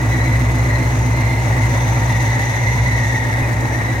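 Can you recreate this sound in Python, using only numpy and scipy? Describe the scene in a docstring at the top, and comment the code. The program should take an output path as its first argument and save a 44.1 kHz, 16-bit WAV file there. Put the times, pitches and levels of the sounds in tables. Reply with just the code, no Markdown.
"""A supercharged V8 idles under an open bonnet, the microphone drifting close over the engine bay.
Eight unequal firings ring the exhaust into a loping drone. The supercharger gears whine and rattle,
air rushes through the throttle body, belts and fan rush, pulleys sing and the valve train ticks,
over a low rumble and a faint metallic ring. Near the end the sound skips once, with a small click,
and a soft squeak follows."""
import sys
import numpy as np
from scipy.fft import rfft, irfft, next_fast_len
from scipy.io import wavfile
from scipy.ndimage import map_coordinates

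SR = 44100
rng = np.random.default_rng(int(sys.argv[2]) if len(sys.argv) > 2 else 0)


def wav_record(signal):
    """Record a signal, one row per channel, as 16-bit PCM in the file named by sys.argv[1]."""
    frames = np.transpose(np.atleast_2d(signal))
    bounded = np.clip(frames, -1, 1)
    # unit amplitude maps onto the largest positive 16-bit level
    quanta = np.round(bounded * 32767).astype(np.int16)
    wavfile.write(sys.argv[1], SR, quanta)


N = 176400
LEAD = SR // 2  # spare samples at each end
T = np.arange(-LEAD, N + LEAD) / SR
HZ = np.fft.rfftfreq(len(T), 1 / SR)
IDLE_RPM, START_CYCLE = 925, .868  # nominal speed; place in the four-stroke cycle at time zero

# How alike the microphone's two sides are. Each row: frequency in Hz, likeness from 0 to 1.
LIKENESS = [(100, .99), (250, .75), (500, .7), (1000, .72), (2000, .62), (4000, .35), (6000, .4),
            (7500, .15), (12000, .22)]
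# Phase across the microphone. Each row: frequency in Hz, lead of the left in radians.
LEFT_LEAD = [(0, 3), (550, 0.5), (780, 0.5), (1050, -0.5), (1500, -3.5), (2000, -4.5), (3450, -7.5),
             (4050, -6.5), (6030, -4.5), (6630, -5), (9000, -5.5)]
# Where the broad noises sit. Each row: frequency in Hz, left minus right in dB.
BALANCE = [(100, 3), (260, 1), (600, 1), (1000, 1), (1400, 3.5), (2300, -3), (3300, 5.5), (5000, 5.5),
           (6500, 15), (7800, 1), (9000, 1), (15000, -0.5)]

# Spectra of rumble, belts, hiss and intake air. Each row: frequency in Hz, relative density in dB.
RUMBLE_SPECTRUM = [(20, -16), (45, -8), (70, 2), (130, -7), (190, 1), (350, -4), (520, -7), (900, -68)]
BELT_SPECTRUM = [(200, -14), (400, -4), (580, 2), (720, 0.5), (920, -3.5), (1080, -3), (1400, -4.5),
                 (1800, -1.5), (2300, -6), (3000, -24.5), (4500, -38)]
HISS_SPECTRUM = [(1200, -30), (2500, 3), (3200, -.5), (4700, -1.3), (6300, 1), (7600, -.8), (9000, -2.7),
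                 (10000, -5.3), (11500, -6), (13000, -8.5), (15500, -8.3)]
INTAKE_SPECTRUM = [(900, -30), (1250, 12), (1700, -10), (2700, 11.5), (3200, 0.5), (3750, 5.5), (4500, 2),
                   (5500, 3), (7500, -23)]
# Resonances of the high ring and the housing; pulley and supercharger gear tones at idle.
# Each row: frequency in Hz, width in Hz, relative level in dB, left minus right in dB.
RING_MODES = [(6060, 260, -2, 10), (6680, 520, 0, 8), (5750, 350, -6, 8)]
HOUSING_MODES = [(3520, 100, 0, 0), (3750, 350, -1, 2)]
PULLEY_TONES = [(784, 17.3, -6.5, -10), (889.6, 100, -1.5, 6), (931.6, 75, -2.5, -6),
                (578.7, 40.8, -8.5, -2)]
GEAR_TONES = [(1912, 55, -3, 3.5), (2165, 70, -9, 15), (1732, 160, -15.5, -17)]
# Ring, housing, hiss with ticks, pulleys, intake and exhaust rasp at the drifting microphone.
# Each row: time in seconds, relative level in dB.
RING_LEVELS = [(0, -47), (.85, -45), (1.3, -47), (2.1, -43), (3.2, -45), (3.5, -49), (3.75, -46), (4, -50)]
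HOUSING_LEVELS = [(0, -54), (.8, -50), (1.05, -57), (1.5, -50), (1.9, -46), (2.3, -48), (3.1, -48),
                  (3.32, -46), (3.55, -55), (4, -52)]
HISS_LEVELS = [(0, -41), (1, -40.7), (2.1, -39.7), (3.2, -40.5), (4, -42.3)]
PULLEY_LEVELS = [(0, -37.5), (1, -35), (1.9, -30.5), (2.6, -33), (3.3, -33), (4, -36.5)]
INTAKE_LEVELS = [(0, -45), (1.2, -42), (1.9, -41.5), (2.4, -39), (2.9, -41), (3.3, -41.5), (3.6, -48),
                 (4, -44)]
RASP_LEVELS = [(0, -31), (.4, -32.5), (1, -34.5), (2, -36.5), (2.5, -45), (3.2, -44), (3.6, -33.5),
               (4, -36)]
# Machinery at the microphone. Each row: time in seconds, belt rush and gear rattle in relative dB.
BAY_LEVELS = [(0, -29, -37), (.19, -28, -25), (.52, -29.5, -37), (.74, -29, -26.5), (1, -29, -40),
              (1.5, -28.5, -29.5), (2, -28.5, -29.5), (2.3, -30, -24), (2.65, -29.5, -25.5),
              (2.92, -30.5, -24.5), (3.2, -30.5, -23), (3.44, -29.5, -25), (3.56, -29.5, -28),
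              (3.87, -29, -26), (4, -31.5, -26.5)]
# The squeak. One row: peak time in seconds, pitch in Hz, fade time in seconds, level in dB.
SOFT_SQUEAK = (3.465, 2490, .022, -34)
# Gear whirr. Each row: time in seconds, pitch in Hz, level and octave level in relative dB.
WHIRR_PATH = [(0, 1985, -28, -50), (.2, 1980, -29, -42), (.36, 2044, -28, -47), (.56, 2030, -33, -51),
              (.77, 2050, -28.5, -42), (.98, 2038, -36, -53), (1.3, 2068, -26, -42.5),
              (1.47, 2045, -35, -51), (1.6, 2054, -29, -51), (1.85, 2020, -35, -49), (2.25, 2029, -28, -45),
              (2.45, 1993, -28, -45), (2.68, 2066, -26, -47), (2.93, 2007, -26, -44),
              (3.15, 1975, -31, -50), (3.33, 1967, -29, -51), (3.6, 1976, -33, -48), (4, 1970, -33, -47)]
# Supercharger whistle. Each row: time in seconds, pitch in Hz, relative level in dB.
WHISTLE_PATH = [(0, 6090, -47), (.18, 6020, -45), (.55, 6110, -51), (.85, 6040, -46), (1.05, 6050, -42.5),
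                (1.25, 6020, -47), (1.64, 6080, -46), (1.73, 6060, -38.5), (1.97, 6065, -38.5),
                (2.1, 6050, -42), (2.24, 6085, -39.5), (2.4, 6020, -42.5), (2.6, 6090, -38),
                (2.88, 5960, -41.5), (3.22, 5880, -43.5), (3.32, 6000, -43.5), (3.5, 5900, -53),
                (3.63, 5860, -47), (3.76, 5960, -42), (4, 5900, -52)]

# Crank speed. Each row: time in seconds, revolutions per minute.
CRANK_RPM = [(0, 935), (.2, 927), (.45, 935), (.8, 923), (1.05, 933), (1.25, 928), (1.6, 928.5), (2.2, 921),
             (2.55, 910.5), (2.75, 932.5), (3.05, 913), (3.4, 904), (4, 905)]
# Cylinders in firing order. Each row: strength in dB, lateness at the tailpipe in milliseconds.
FIRINGS = [(1, 1), (.1, 1.26), (-1.7, -2.28), (1.8, -1.17), (-4.4, .3), (-5.4, .65), (-9.2, -.91),
           (.3, 1.36)]
# Exhaust resonances, low to high. Each row: frequency in Hz, width in Hz, relative level in dB.
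BOOM_MODES = [(65, 6.2, 0)]
DRONE_MODES = [(114, 18.3, 1), (141, 41, -46), (177.2, 10.8, -18), (212.4, 33, -30)]
GROWL_MODES = [(254.8, 15.2, 4), (274.6, 18, -13)]
RASP_MODES = [(320.8, 17, 3.5), (350.2, 11.6, -7)]
# Exhaust at the microphone. Each row: time in seconds, then boom, drone and growl in dB.
EXHAUST_LEVELS = [(0, -25, -17, -32), (.4, -21.5, -16, -29), (1.4, -24.5, -16.5, -31),
                  (2.2, -23.5, -16, -34), (2.55, -28.5, -20, -36.5), (2.78, -23, -15.5, -34.5),
                  (3.25, -27.5, -20, -33), (3.48, -24.5, -18, -33), (3.75, -26, -20.5, -33.5),
                  (4, -26.5, -20, -34)]


def amp(db):
    """Decibels to gain."""
    return 10 ** (np.asarray(db) / 20)


def unit(x):
    """Scaled to rms 1."""
    return x / np.sqrt(np.mean(np.abs(x) ** 2) + 1e-20)


def along(points):
    """(Hz, value) points read on a log frequency axis."""
    hz, values = np.transpose(points)
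    return np.interp(np.log(HZ + 1), np.log(hz + 1), values)


def curves(rows):
    """One value per sample for each column after the time."""
    times, *columns = np.transpose(rows)
    return [np.interp(T, times, column) for column in columns]


def fader(levels):
    """A gain curve from (seconds, dB) points."""
    return amp(curves(levels)[0])


def wobble(rate):
    """A smooth random curve, rate knots a second."""
    return map_coordinates(rng.standard_normal(4096), [(T - T[0]) * rate], mode="wrap")


def noise():
    """Two unrelated white noises."""
    return rng.standard_normal((2, len(T)))


def filtered(x, response):
    """x times a response on the frequency grid."""
    return irfft(rfft(x) * response, len(T))


def panned(db):
    """Left and right gains, the left louder by db."""
    return np.sqrt(2 / (1 + np.array([amp(-db), amp(db)]) ** 2)).reshape(2, -1)


def placed(pair):
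    """Two unrelated signals become the partly alike left and right of the microphone."""
    turn = np.arccos(np.clip(along(LIKENESS), -1, 1)) / 2
    mid, side = filtered(pair, np.array([np.cos(turn), np.sin(turn)]))
    phase_shift = np.exp(.5j * np.outer([1, -1], along(LEFT_LEAD)))
    return filtered(np.array([mid + side, mid - side]), phase_shift)


def spread(pair, spectrum):
    """Two unrelated signals coloured and spread across the microphone, rms 1."""
    return unit(filtered(placed(pair), amp(along(spectrum)) * panned(along(BALANCE))))


def strokes(cycle, count):
    """Number within the cycle and time of something that happens count times a cycle."""
    n = np.arange(np.ceil(cycle[0] * count), cycle[-1] * count).astype(int)
    return n % count, np.interp(n / count, cycle, T)


def pulses(times, sizes):
    """Impulses at the given times."""
    samples = np.round((times - T[0]) * SR).astype(int) % len(T)
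    return np.bincount(samples, sizes, len(T))


def tone(hz, width, pan_db):
    """A tone on a pitch curve; backlash makes the pitch stray, the wider the faster."""
    stray_hz = width / 2 * np.array([wobble(rate=1.6 * width), wobble(rate=1.6 * width)])
    phase = 2 * np.pi * np.cumsum(hz + stray_hz, axis=1) / SR
    return panned(pan_db) * unit(placed(np.sin(phase)))


def flutter(depth_db=3.5):
    """The quick, uneven swelling of meshing gears, rms 1."""
    return unit(amp(depth_db * wobble(rate=105)))


def whine(tones, speed):
    """Tones that follow the shaft speed, each with its own flutter."""
    return sum(amp(db) * flutter() * tone(hz * speed, width, pan_db) for hz, width, db, pan_db in tones)


def rumble():
    """A low, steady noise behind the engine."""
    return amp(-31) * spread(noise(), RUMBLE_SPECTRUM)


def metal_ring(modes, levels):
    """Metal such as the housing and brackets, kept ringing by random contact that comes and goes."""
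    power = 0
    for hz, width, db, pan_db in modes:
        peak = unit(1 / (1 + (2 * (HZ - hz) / width) ** 2))
        power += (amp(db) * panned(pan_db) * peak) ** 2
    ring = filtered(placed(noise()), np.sqrt(power))
    contact = unit(amp(1.4 * wobble(rate=8.8)))
    return fader(levels) * ring * contact


def squeak():
    """A short, soft squeak that swells and fades, dead centre."""
    peak_s, hz, fade_s, db = SOFT_SQUEAK
    return amp(db) * np.exp(-((T - peak_s) / fade_s) ** 2) * tone(hz, width=59.7, pan_db=0)


def intake():
    """Air rushing through the throttle body, to the left, louder as the microphone nears it."""
    air = unit(filtered(placed(noise()), amp(along(INTAKE_SPECTRUM))))
    return fader(INTAKE_LEVELS) * panned(db=5.5) * air


def valve_train(cycle, decay_s=.003, scatter_db=1.8, jitter_s=.0016):
    """Valves and injectors: short, loosely timed ticks tied to the camshaft, in a flickering hiss."""
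    _, times = strokes(cycle, count=16)
    size, slip = rng.standard_normal((2, len(times)))
    impacts = pulses(times + jitter_s * slip, amp(scatter_db * size))
    decays = filtered(impacts, 1 / (1 + 2j * np.pi * HZ * decay_s))
    ticks = amp(-4.5) * spread(decays * noise(), HISS_SPECTRUM)
    hiss = amp(.5) * spread(noise(), HISS_SPECTRUM)
    flicker = amp(.9 * wobble(rate=82))
    return fader(HISS_LEVELS) * flicker * (hiss + ticks)


def pulleys(speed):
    """The pulleys sing, their pitch following the crank."""
    return fader(PULLEY_LEVELS) * whine(PULLEY_TONES, speed)


def belts(boost_db=2, flicker_db=1.23):
    """Belts and fan: a broad, flickering rush close to the microphone."""
    rush_db, _ = curves(BAY_LEVELS)
    return amp(rush_db + boost_db + flicker_db * wobble(rate=110)) * spread(noise(), BELT_SPECTRUM)


def supercharger(speed):
    """Meshing gears rattle and whirr; a thin, raspy whistle comes and goes on the left."""
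    _, rattle_db = curves(BAY_LEVELS)
    whirr_hz, whirr_db, octave_db = curves(WHIRR_PATH)
    whistle_hz, whistle_db = curves(WHISTLE_PATH)
    whirr = amp(whirr_db) * tone(whirr_hz, width=65, pan_db=-3.5)
    octave = amp(octave_db) * tone(2 * whirr_hz, width=130, pan_db=2.5)
    whistle = amp(whistle_db) * tone(whistle_hz, width=140, pan_db=11)
    rattle = amp(rattle_db) * whine(GEAR_TONES, speed)
    return rattle + (whirr + octave) * flutter() + whistle * flutter()


def pipe(firing, modes):
    """Firing pulses ring the exhaust's steep resonances, rms 1."""
    response = 0
    for hz, width, db in modes:
        band = 1j * HZ * width / (hz ** 2 - HZ ** 2 + 1j * HZ * width)
        response += amp(db) * band ** 2
    return unit(filtered(firing, response))


def exhaust(cycle, scatter_db=.8, jitter_ms=.16, growl_lope_db=1, rasp_lope_db=6.5):
    """Each cylinder sends its own pulse down the pipes; the uneven pattern makes the lope."""
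    cylinder, times = strokes(cycle, count=8)
    strength_db, late_ms = np.array(FIRINGS)[cylinder].T
    size, slip = rng.standard_normal((2, len(times)))
    late_s = (late_ms + jitter_ms * slip) / 1000
    firing = pulses(times + late_s, amp(strength_db + scatter_db * size))
    boom_db, drone_db, growl_db = curves(EXHAUST_LEVELS)
    lope = np.cos(2 * np.pi * (cycle - .93))  # one swell, late in each cycle
    boom = amp(boom_db) * pipe(firing, BOOM_MODES)
    drone = amp(drone_db) * pipe(firing, DRONE_MODES)
    growl = amp(growl_db) * unit(pipe(firing, GROWL_MODES) * amp(growl_lope_db * lope))
    rasp = fader(RASP_LEVELS) * unit(pipe(firing, RASP_MODES) * amp(rasp_lope_db * lope))
    return boom + drone + (growl + rasp) * panned(db=-4.5)


def skipped(x, at_s=3.4232, jump_s=.025, click_db=-17.5, click_decay_s=.00008):
    """N samples of x in which the sound jumps ahead a moment, with a click."""
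    n, at = np.arange(N), round(at_s * SR)
    after = n >= at
    click = amp(click_db) * after * np.exp(-np.abs(n - at) / SR / click_decay_s)
    return x[:, LEAD + n + after * round(jump_s * SR)] + click


def scene():
    """The engine bay from above; the crank paces the firings, ticks, pulleys and gear rattle."""
    rpm = curves(CRANK_RPM)[0]
    speed = rpm / IDLE_RPM
    turns = np.cumsum(rpm) / 60 / SR
    cycle = START_CYCLE + (turns - turns[LEAD]) / 2  # two turns to a four-stroke cycle
    metal = metal_ring(RING_MODES, RING_LEVELS) + metal_ring(HOUSING_MODES, HOUSING_LEVELS)
    treble = metal + intake() + valve_train(cycle) + supercharger(speed)
    flicker = amp(.88 * wobble(rate=65))
    return skipped(rumble() + squeak() + pulleys(speed) + belts() + flicker * treble + exhaust(cycle))


def record(dry, top_hz=15850):
    """The microphone chain passes nothing above its band limit."""
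    size = next_fast_len(N + LEAD)
    passband = np.fft.rfftfreq(size, 1 / SR) < top_hz
    return irfft(rfft(dry, size) * passband, size)[:, :N]


dry = scene()
out = record(dry)
wav_record(out)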